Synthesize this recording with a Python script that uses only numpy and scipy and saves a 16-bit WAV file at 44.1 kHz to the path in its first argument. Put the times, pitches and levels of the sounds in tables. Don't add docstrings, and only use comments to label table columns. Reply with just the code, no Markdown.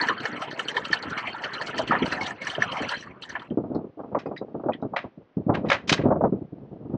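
import sys
import numpy as np
from scipy import signal
from scipy.fft import rfft, irfft, next_fast_len
from scipy.io import wavfile
from scipy.ndimage import uniform_filter1d, minimum_filter1d

SR = 44100
rng = np.random.default_rng(int(sys.argv[2]) if len(sys.argv) > 2 else 0)


def transcribe(u):
    v = np.clip(np.atleast_2d(u).T, -1, 1)
    q = np.round(v * 32767).astype(np.int16)
    wavfile.write(sys.argv[1], SR, q)


N = 307374

# [t/s, peak level/dB, sharpness/dB];
# before 3 s probably chain thumps on deck, later gusts on the microphone
LOW_LUMPS = [(0.095, -16.5, -13), (0.902, -19, -17.5), (1.049, -26.5, -17), (1.791, -19, 2),
             (1.928, -21, -15), (2.017, -8.5, -30), (2.21, -18.5, -20), (2.581, -15, -10.5),
             (2.804, -16.5, -11), (3.506, -12.5, -27), (3.572, -5.5, -18.5), (3.638, -20, -11),
             (3.747, -22.5, -10.5), (3.842, -23, -17), (3.972, -27.5, -16), (3.992, -22, -2),
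             (4.034, -30, -0.5), (4.116, -24.5, -7.5), (4.147, -19, 8.5), (4.157, -17.5, -4.5),
             (4.257, -13.5, -11.5), (4.311, -20.5, -5), (4.413, -14, -13.5), (4.481, -29.5, -14),
             (4.543, -14, -16), (4.596, -33.5, 0.5), (4.636, -16, -9.5), (4.659, -13, -14.5),
             (4.685, -9.5, -1.5), (4.824, -12.5, -11.5), (4.934, -29, 7.5), (5.041, -20.5, -8.5),
             (5.173, -29, -30.5), (5.21, -37, -13), (5.368, -8, -28.5), (5.463, -11.5, -34.5),
             (5.482, -13, -16), (5.492, -13, 1), (5.521, -20, -3), (5.566, -17.5, -9), (5.646, -13, -12),
             (5.915, -6.5, -23.5), (5.99, -11.5, -20), (6.036, -10, -15.5), (6.054, -8.5, -5.5),
             (6.083, -13.5, -13), (6.104, -10.5, 1), (6.119, -15, 0.5), (6.1561, -12, -9.5),
             (6.208, -8.5, -5.5), (6.237, -1, -4.5), (6.322, -7, -25), (6.413, -20.5, -30.5),
             (6.52, -30, -43), (6.931, -26.5, -16)]
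# [t/s, level/dB, brightness/dB]
LOOSE_RATTLE = [(0, -24.5, -6), (.12, -37, -19.5), (1.9, -35, -19.5), (2.3, -30.5, -13.5),
                (2.36, -42.5, -17.5), (2.85, -30, -18.5), (3.02, -40, -2.5), (3.15, -45.5, -39),
                (3.48, -52.5, -26)]

RING_OUT_S = .4
HIGH_FROM_HZ = 3800


def from_db(db):
    return 10 ** (np.asarray(db) / 20)


def rms_one(x):
    return x / np.sqrt(np.mean(x ** 2) + 1e-20)


def in_time(rows):
    s, *columns = np.transpose(rows)
    return [np.interp(np.arange(N) / SR, s, c) for c in columns]


def coloured(x, spectrum):
    size = next_fast_len(N + SR)
    hz = np.fft.rfftfreq(size, 1 / SR) + 1
    table = np.array(spectrum)
    level_db = np.interp(np.log(hz), np.log(table[:, 0]), table[:, 1], left=-120, right=-120)
    return irfft(rfft(x, size) * rms_one(from_db(level_db)), size)[:N]


def drift(rate):
    r = np.exp(-32 * np.pi * rate / SR)
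    slow = signal.lfilter([1], [1, -2 * r, r * r], rng.standard_normal(N // 16 + 3002))
    slow = slow[3000:]
    return np.interp(np.arange(N) / 16, np.arange(len(slow)), rms_one(slow))


def bursts(times, peaks_db, t60s, rise_s, bend=1):
    out = np.zeros(N)
    for s, db, t60, rise in np.broadcast(times, peaks_db, t60s, rise_s):
        i = round(s * SR)
        t = np.arange(min(N - i, SR // 2)) / SR
        fall = from_db(db - 60 * (t / max(t60, .01)) ** bend)
        out[i:i + len(t)] += fall * (1 - np.exp(-t / rise)) ** 2
    return out


def ring(clicks, hz, t60, contact_s):
    r, p = from_db(-60 / (t60 * SR)), np.exp(-1 / (contact_s * SR))
    turn = np.exp(2j * np.pi * hz / SR)
    push = signal.lfilter([(1 - p) ** 2], [1, -2 * p * turn, (p * turn) ** 2], clicks + 1e-18)
    return signal.lfilter([1], [1, -r * turn], push).imag


def strike(events, modes, small, focus_db, scatter_db, contact_s, chatter_s, chatter_db):
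    s, peak_db, pitch_hz, treble_db = np.transpose(events)
    first = max(int((s.min() - RING_OUT_S) * SR), 0)
    last = int((s.max() + RING_OUT_S) * SR)
    out, fade = np.zeros(N), np.exp(-1 / (chatter_s * SR))
    scatter = rng.standard_normal((len(s), len(modes)))
    late = rng.random((len(s), len(modes)))
    for k, (hz, mode_db, t60) in enumerate(modes):
        apart = np.minimum(np.abs(np.log2(hz / pitch_hz)) / 0.3, 1)
        upper = np.clip(np.log2(2 * hz / HIGH_FROM_HZ), 0, 1)
        share_db = mode_db - focus_db + scatter_db * scatter[:, k] + upper * (treble_db + 16.0)
        clicks = small(hz) * from_db(mode_db)
        at = (s + 0.0049 * apart * late[:, k]) * SR
        clicks[at.astype(int)] += from_db(peak_db + apart * np.minimum(share_db, 0))
        clicks = clicks[first:last]
        chatter = signal.lfilter([1], [1, -fade], clicks + 1e-18) * rng.standard_normal(len(clicks))
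        out[first:last] += ring(clicks + from_db(chatter_db) * chatter, hz, t60, contact_s)
    return out


def sea():
    # [f/Hz, level/dB per Hz]
    wash_spectrum = [(180, -17), (465, -15.5), (712, -19), (3000, -34.5), (6000, -51.5), (7800, -80)]
    level_db = -64 + 0.32 * drift(2.8)
    return from_db(level_db) * rms_one(coloured(rng.standard_normal(N), wash_spectrum))


def pops():
    base_hz, octaves_per_db, pop_cycles, first_db = 675, .05, 2.35, -6
    spread_s, loss_db, scatter_octaves = .035, 10, 0.41
    out, chance = np.zeros(N + SR), rng.random((len(LOW_LUMPS), 4, 3))
    for (s, peak_db, sharp_db), run in zip(LOW_LUMPS, chance):
        for k, (late, pitch, sign) in enumerate(run):
            late = late * (k > 0)
            octaves = octaves_per_db * sharp_db + scatter_octaves * (2 * pitch - 1) * (k > 0)
            hz = base_hz * 2 ** octaves
            cycles = np.arange(int(pop_cycles / hz * SR)) * hz / SR
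            i = round((s + spread_s * late) * SR)
            size = from_db(peak_db + first_db - loss_db * late - 2.8 * (k > 0)) * np.sign(sign - .5)
            out[i:i + len(cycles)] += size * np.sin(2 * np.pi * cycles) * np.hanning(len(cycles))
    return out[:N]


def wind_and_thumps():
    # [t/s, level/dB]
    steady_wind = [(0, -43), (1.35, -50.5), (2.0, -37.5), (2.4, -51), (3.45, -53), (3.8, -32.5),
                   (3.92, -58), (4.1, -46.5), (4.46, -52.5), (4.85, -38), (5.1, -63.5), (5.34, -77.5),
                   (5.42, -44.5), (5.6, -32), (5.84, -44.5), (6.0, -33.5), (6.28, -36.5), (6.46, -56.5),
                   (6.97, -38)]
    # [t/s, level/dB]
    bass_gain = [(0, -13.5), (.8, -4.5), (1.1, 13), (1.5, -1), (2.8, 12), (3.5, 2), (4.6, -12.5),
                 (5.2, 5.5), (6.97, 9)]
    # [f/Hz, level/dB per Hz]
    body_spectrum = [(30, -22.5), (130, 0.5), (290, 4), (450, -2.5), (700, -14), (1000, -40.5)]
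    edge_spectrum = [(400, -4.5), (650, 6.5), (1250, -5), (1800, -27), (2600, -46.5)]
    bass_hz = 114.8
    t60_s, bend = 0.099, 1.28
    level_db, = in_time(steady_wind)
    bass_db, = in_time(bass_gain)
    s, peak_db, sharp_db = np.transpose(LOW_LUMPS)
    uneven_noise = from_db(3.37 * np.tanh(drift(99.0))) * rng.standard_normal(N)
    steady = from_db(level_db + 7.26 * np.tanh(drift(30.0)))
    body = steady + bursts(s, peak_db - 14.5, t60_s, rise_s=0.0033, bend=bend)
    edge_bursts = bursts(s, peak_db + sharp_db - 8.0, 0.74 * t60_s, rise_s=0.0016, bend=bend)
    edge = from_db(-15.5) * steady + edge_bursts
    dull = coloured(body * uneven_noise, body_spectrum)
    deep = signal.sosfilt(signal.butter(1, bass_hz, fs=SR, output="sos"), dull)
    deep_change = deep * (from_db(bass_db) - 1)
    return pops() + dull + deep_change + coloured(edge * uneven_noise, edge_spectrum)


def latch():
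    # [t/s, peak level/dB, favoured pitch f/Hz, treble level/dB]
    clinks = [(3.7474, -45, 4330, -19), (4.149, -33, 1945, -66), (4.1899, -31, 2660, -18),
              (4.259, -36.5, 2245, -21.5), (4.3625, -26, 2120, -28.5), (4.374, -41.5, 3875, -9.5),
              (4.7197, -33, 2357, -42), (4.7334, -24, 3180, -72), (4.817, -63, 3780, 3),
              (5.538, -37.5, 3300, -25), (5.689, -37, 3875, -6)]
    # [f/Hz, level/dB, t60/s]
    latch_modes = [(1945, 10.5, 0.0078), (2492, -18, 0.03), (3242, -5.5, 0.0069), (3875, -3.5, 0.035),
                   (4220, -26.5, 0.025), (4810, -1.5, 0.012), (5270, -6, 0.012), (6160, -20, 0.036)]
    rings = strike(clinks, latch_modes, lambda hz: np.zeros(N), focus_db=19.5, scatter_db=5.0,
                   contact_s=0.00019, chatter_s=0.011, chatter_db=-15.0)
    return from_db(-2.5) * rings


def panel_snaps():
    # [t/s, peak level/dB]
    snaps = [(4.9652, -14.5), (5.8965, -6), (5.9266, -9.5)]
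    contacts = np.zeros(N)
    for s, peak_db in snaps:
        contacts[round(s * SR)] = from_db(peak_db)
    return ring(contacts, hz=2050, t60=0.0076, contact_s=0.0001)


def hatch_panel():
    # [t/s, peak level/dB, treble level/dB]
    knocks = [(4.184, -25.5, -8.5), (4.9611, -9, -33), (5.541, -17, -20), (5.652, -27.5, -41.5),
              (5.682, -22.5, -3), (5.699, -8.5, -14), (5.714, -10.5, -21.5), (5.7242, -12.5, -8),
              (5.872, -27, 14.5), (5.8913, -13.5, 5.5), (5.921, -13.5, 5.5), (5.9673, -20.5, -43),
              (6.01, -25, -34)]
    # [f/Hz, level/dB per Hz]
    panel_spectrum = [(530, -4.5), (900, -11), (1940, -9.5), (6300, -27), (8700, -48.5), (12500, -74.5)]
    hollow_hz = (1122, 1630, 1970, 2500, 3090, 3850, 5000)
    width_hz, hollow_db, split_hz = 71, -4.5, 3300
    s, peak_db, treble_db = np.transpose(knocks)
    panel = coloured(rng.standard_normal(N), panel_spectrum)
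    hollow = sum(signal.lfilter(*signal.iirpeak(hz, hz / width_hz, fs=SR), panel) for hz in hollow_hz)
    panel = panel + from_db(hollow_db) * hollow
    low = rms_one(signal.sosfilt(signal.butter(3, split_hz, fs=SR, output="sos"), panel))
    high = rms_one(signal.sosfilt(signal.butter(3, split_hz, "high", fs=SR, output="sos"), panel))
    rise_s = 0.00073 * from_db(-1.1 * (peak_db + 2.5))
    clatter = from_db(4.5 * drift(120.))
    crack = clatter * bursts(s, peak_db - 8.5, 0.091, rise_s)
    crack = crack + bursts(s, peak_db - 23.0, 0.22, rise_s=0.004)
    shine = clatter * bursts(s, peak_db + treble_db - 5.5, 0.053, 1.5 * rise_s)
    shine = shine + bursts(s, peak_db + treble_db - 22.0, 0.15, rise_s=0.0055)
    return crack * low + shine * high


def hatch():
    return latch() + panel_snaps() + hatch_panel()


def blows():
    # [t/s, peak level/dB, favoured pitch f/Hz, treble level/dB]
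    links = [(0.0854, -12.5, 1736, -17), (0.2, -36, 3890, -9), (0.2532, -15, 1810, -14.5),
             (0.4163, -17, 1401, -14.5), (0.51, -33.5, 3890, -6), (0.5924, -17, 1737, -13),
             (0.6828, -23, 2960, -8), (0.7662, -15, 1810, -11), (0.85, -24, 2810, -9.5),
             (0.9292, -12, 1782, -11.5), (1.0254, -28.5, 4360, -15), (1.103, -35, 1710, -5.5),
             (1.176, -22, 2200, -9.5), (1.27, -23.5, 2800, -14), (1.3417, -31, 1370, -27),
             (1.4368, -21, 1840, -10.5), (1.534, -32, 4200, -3.5), (1.6125, -22.5, 1767, -9.5),
             (1.667, -31.5, 2240, 0), (1.78, -20.5, 1810, -3.5), (1.8753, -24.5, 2870, -8.5),
             (1.951, -15, 1790, -34.5), (2.0574, -24, 960, -9.5), (2.1215, -18, 1781, -9),
             (2.2101, -25, 2207, -7.5), (2.2645, -32, 2971, -1.5), (2.4158, -31.5, 2190, -7),
             (2.4692, -18.5, 1780, -6.5), (2.5506, -28.5, 3122, -13.5), (2.621, -10.5, 1793, -17.5),
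             (2.719, -27, 3090, -8), (2.7689, -25, 2239, -10), (2.891, -24.5, 3210, -7),
             (2.917, -25.5, 960, -18)]
    whips = [(0.037, -28, 1314, -22), (0.231, -28, 1680, -41), (1.7386, -25.5, 1460, -38),
             (1.909, -14, 1330, -34), (1.9138, -13, 1884, -42), (1.921, -6.5, 1032, -50),
             (2.024, -18.5, 3303, -49), (2.4992, -27.5, 2970, -3), (2.821, -24, 1650, -10),
             (3.221, -35.5, 2754, 2.5), (3.2934, -38.5, 6030, -1), (3.316, -40, 4700, -12),
             (3.352, -15, 1687, -42), (3.395, -34, 3480, -20), (3.418, -30.5, 1230, -22.5),
             (3.502, -44, 3173, -35)]
    link_s = .085
    lead_s, touch_db = .018, -18.5
    low_hz, high_hz = 900, 3200
    s, peak_db, _, treble_db = np.transpose(links)
    flat = np.round(s / link_s) % 2 == 1
    touch_hz = low_hz * (high_hz / low_hz) ** rng.random(len(s))
    touches = np.transpose([s - lead_s, peak_db + touch_db, touch_hz, treble_db])[flat]
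    return np.vstack([links, touches, whips])


def pings(events):
    rise_s, t60_s, level_db = 0.0012, 0.016, 2
    out, t = np.zeros(N), np.arange(SR // 10) / SR
    for s, peak_db, pitch_hz, _ in events:
        shape = from_db(peak_db + level_db - 60 * t / t60_s) * (1 - np.exp(-t / rise_s)) ** 2
        i = round(s * SR)
        out[i:i + len(t)] += shape * np.sin(2 * np.pi * pitch_hz * t)
    return out


def grind(slide, hiss):
    # [f/Hz, level/dB per Hz]
    rub_spectrum = [(240, -39), (400, -7.5), (1570, -3), (2460, -12.5), (4390, -17.5), (8700, -35.5),
                    (11300, -70.5)]
    out, end = np.zeros(N), int((LOOSE_RATTLE[-1][0] + RING_OUT_S) * SR)
    edges_hz = 400 * 2 ** np.arange(0, 4.7, 1 / 3)
    rough = [coloured(rng.standard_normal(N), rub_spectrum) for _ in range(2)]
    for k, (low, high) in enumerate(zip(edges_hz, edges_hz[1:])):
        band_filter = signal.butter(2, [low, high], "band", fs=SR, output="sos")
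        band = signal.sosfilt(band_filter, rough[k % 2][:end])
        if low > 3000:
            grip = hiss * from_db(6.5 * drift(30.0))
        else:
            grip = slide * from_db(6.65 * drift(13.0))
        out[:end] += band * grip[:end]
    return out


def top_band(hiss):
    top = signal.butter(4, [12500, 15200], "band", fs=SR, output="sos")
    level_db = -6 - 11 * np.arange(N) / SR
    return from_db(level_db) * hiss * signal.sosfilt(top, rng.standard_normal(N))


def chain():
    # [f/Hz, level/dB, t60/s]
    steel_modes = [(960, -6, 0.063), (1083, -3.5, 0.016), (1330, 1, 0.032), (1780, 5, 0.028),
                   (2193, -11, 0.076), (2665, -2, 0.02), (2945, 2.5, 0.02), (3122, -3, 0.05),
                   (4090, -16, 0.076), (4390, -1, 0.017), (5850, -13, 0.021), (6150, -25, 0.026),
                   (7970, -31, 0.038)]
    slack_s, slack_drag_db = 3.1, -5.5
    events = blows()
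    s, peak_db, _, treble_db = events.T
    rattle_db, bright_db = in_time(LOOSE_RATTLE)
    rattle_db = rattle_db - 200 * (np.arange(N) > LOOSE_RATTLE[-1][0] * SR)

    def contacts(hz):
        out, at = np.zeros(N), np.flatnonzero(rng.random(N) < 110. / SR)
        size_db = 12.53 * np.minimum(rng.exponential(1, len(at)), 3.5)
        tone_db = (hz > HIGH_FROM_HZ) * (bright_db[at] + 17.5)
        out[at] = from_db(size_db + rattle_db[at] - 42.0 + tone_db)
        return out

    clanks = strike(events, steel_modes, contacts, focus_db=17.0, scatter_db=5.5, contact_s=0.00024,
                    chatter_s=0.0079, chatter_db=-22.5)
    drag_db = 0.66 * peak_db - 18.5 + slack_drag_db * (s > slack_s)
    slide = bursts(s, drag_db, 0.11, rise_s=0.0057) + from_db(rattle_db - 8.0)
    hiss = bursts(s - .008, drag_db + treble_db + 14.0, 0.12, rise_s=0.0065)
    hiss = hiss + from_db(rattle_db + bright_db - 8.0)
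    return from_db(-1.0) * clanks + pings(events) + grind(slide, hiss) + top_band(hiss)


def scene():
    return (sea() + wind_and_thumps() + hatch() + chain())[None]


def record(dry):
    rumble_hz, housing_hz, cutoff_hz = 45., 10730, 15600
    x = signal.sosfilt(signal.butter(2, rumble_hz, "high", fs=SR, output="sos"), dry)
    x = signal.sosfilt(signal.butter(6, housing_hz, fs=SR, output="sos"), x)
    room_left = np.minimum(.64 / (np.abs(x) + 1e-9), 1)
    gain = uniform_filter1d(minimum_filter1d(room_left, size=301), size=301)
    return signal.sosfilt(signal.cheby2(12, 70, cutoff_hz, fs=SR, output="sos"), gain * x)


dry = scene()
out = record(dry)
transcribe(out)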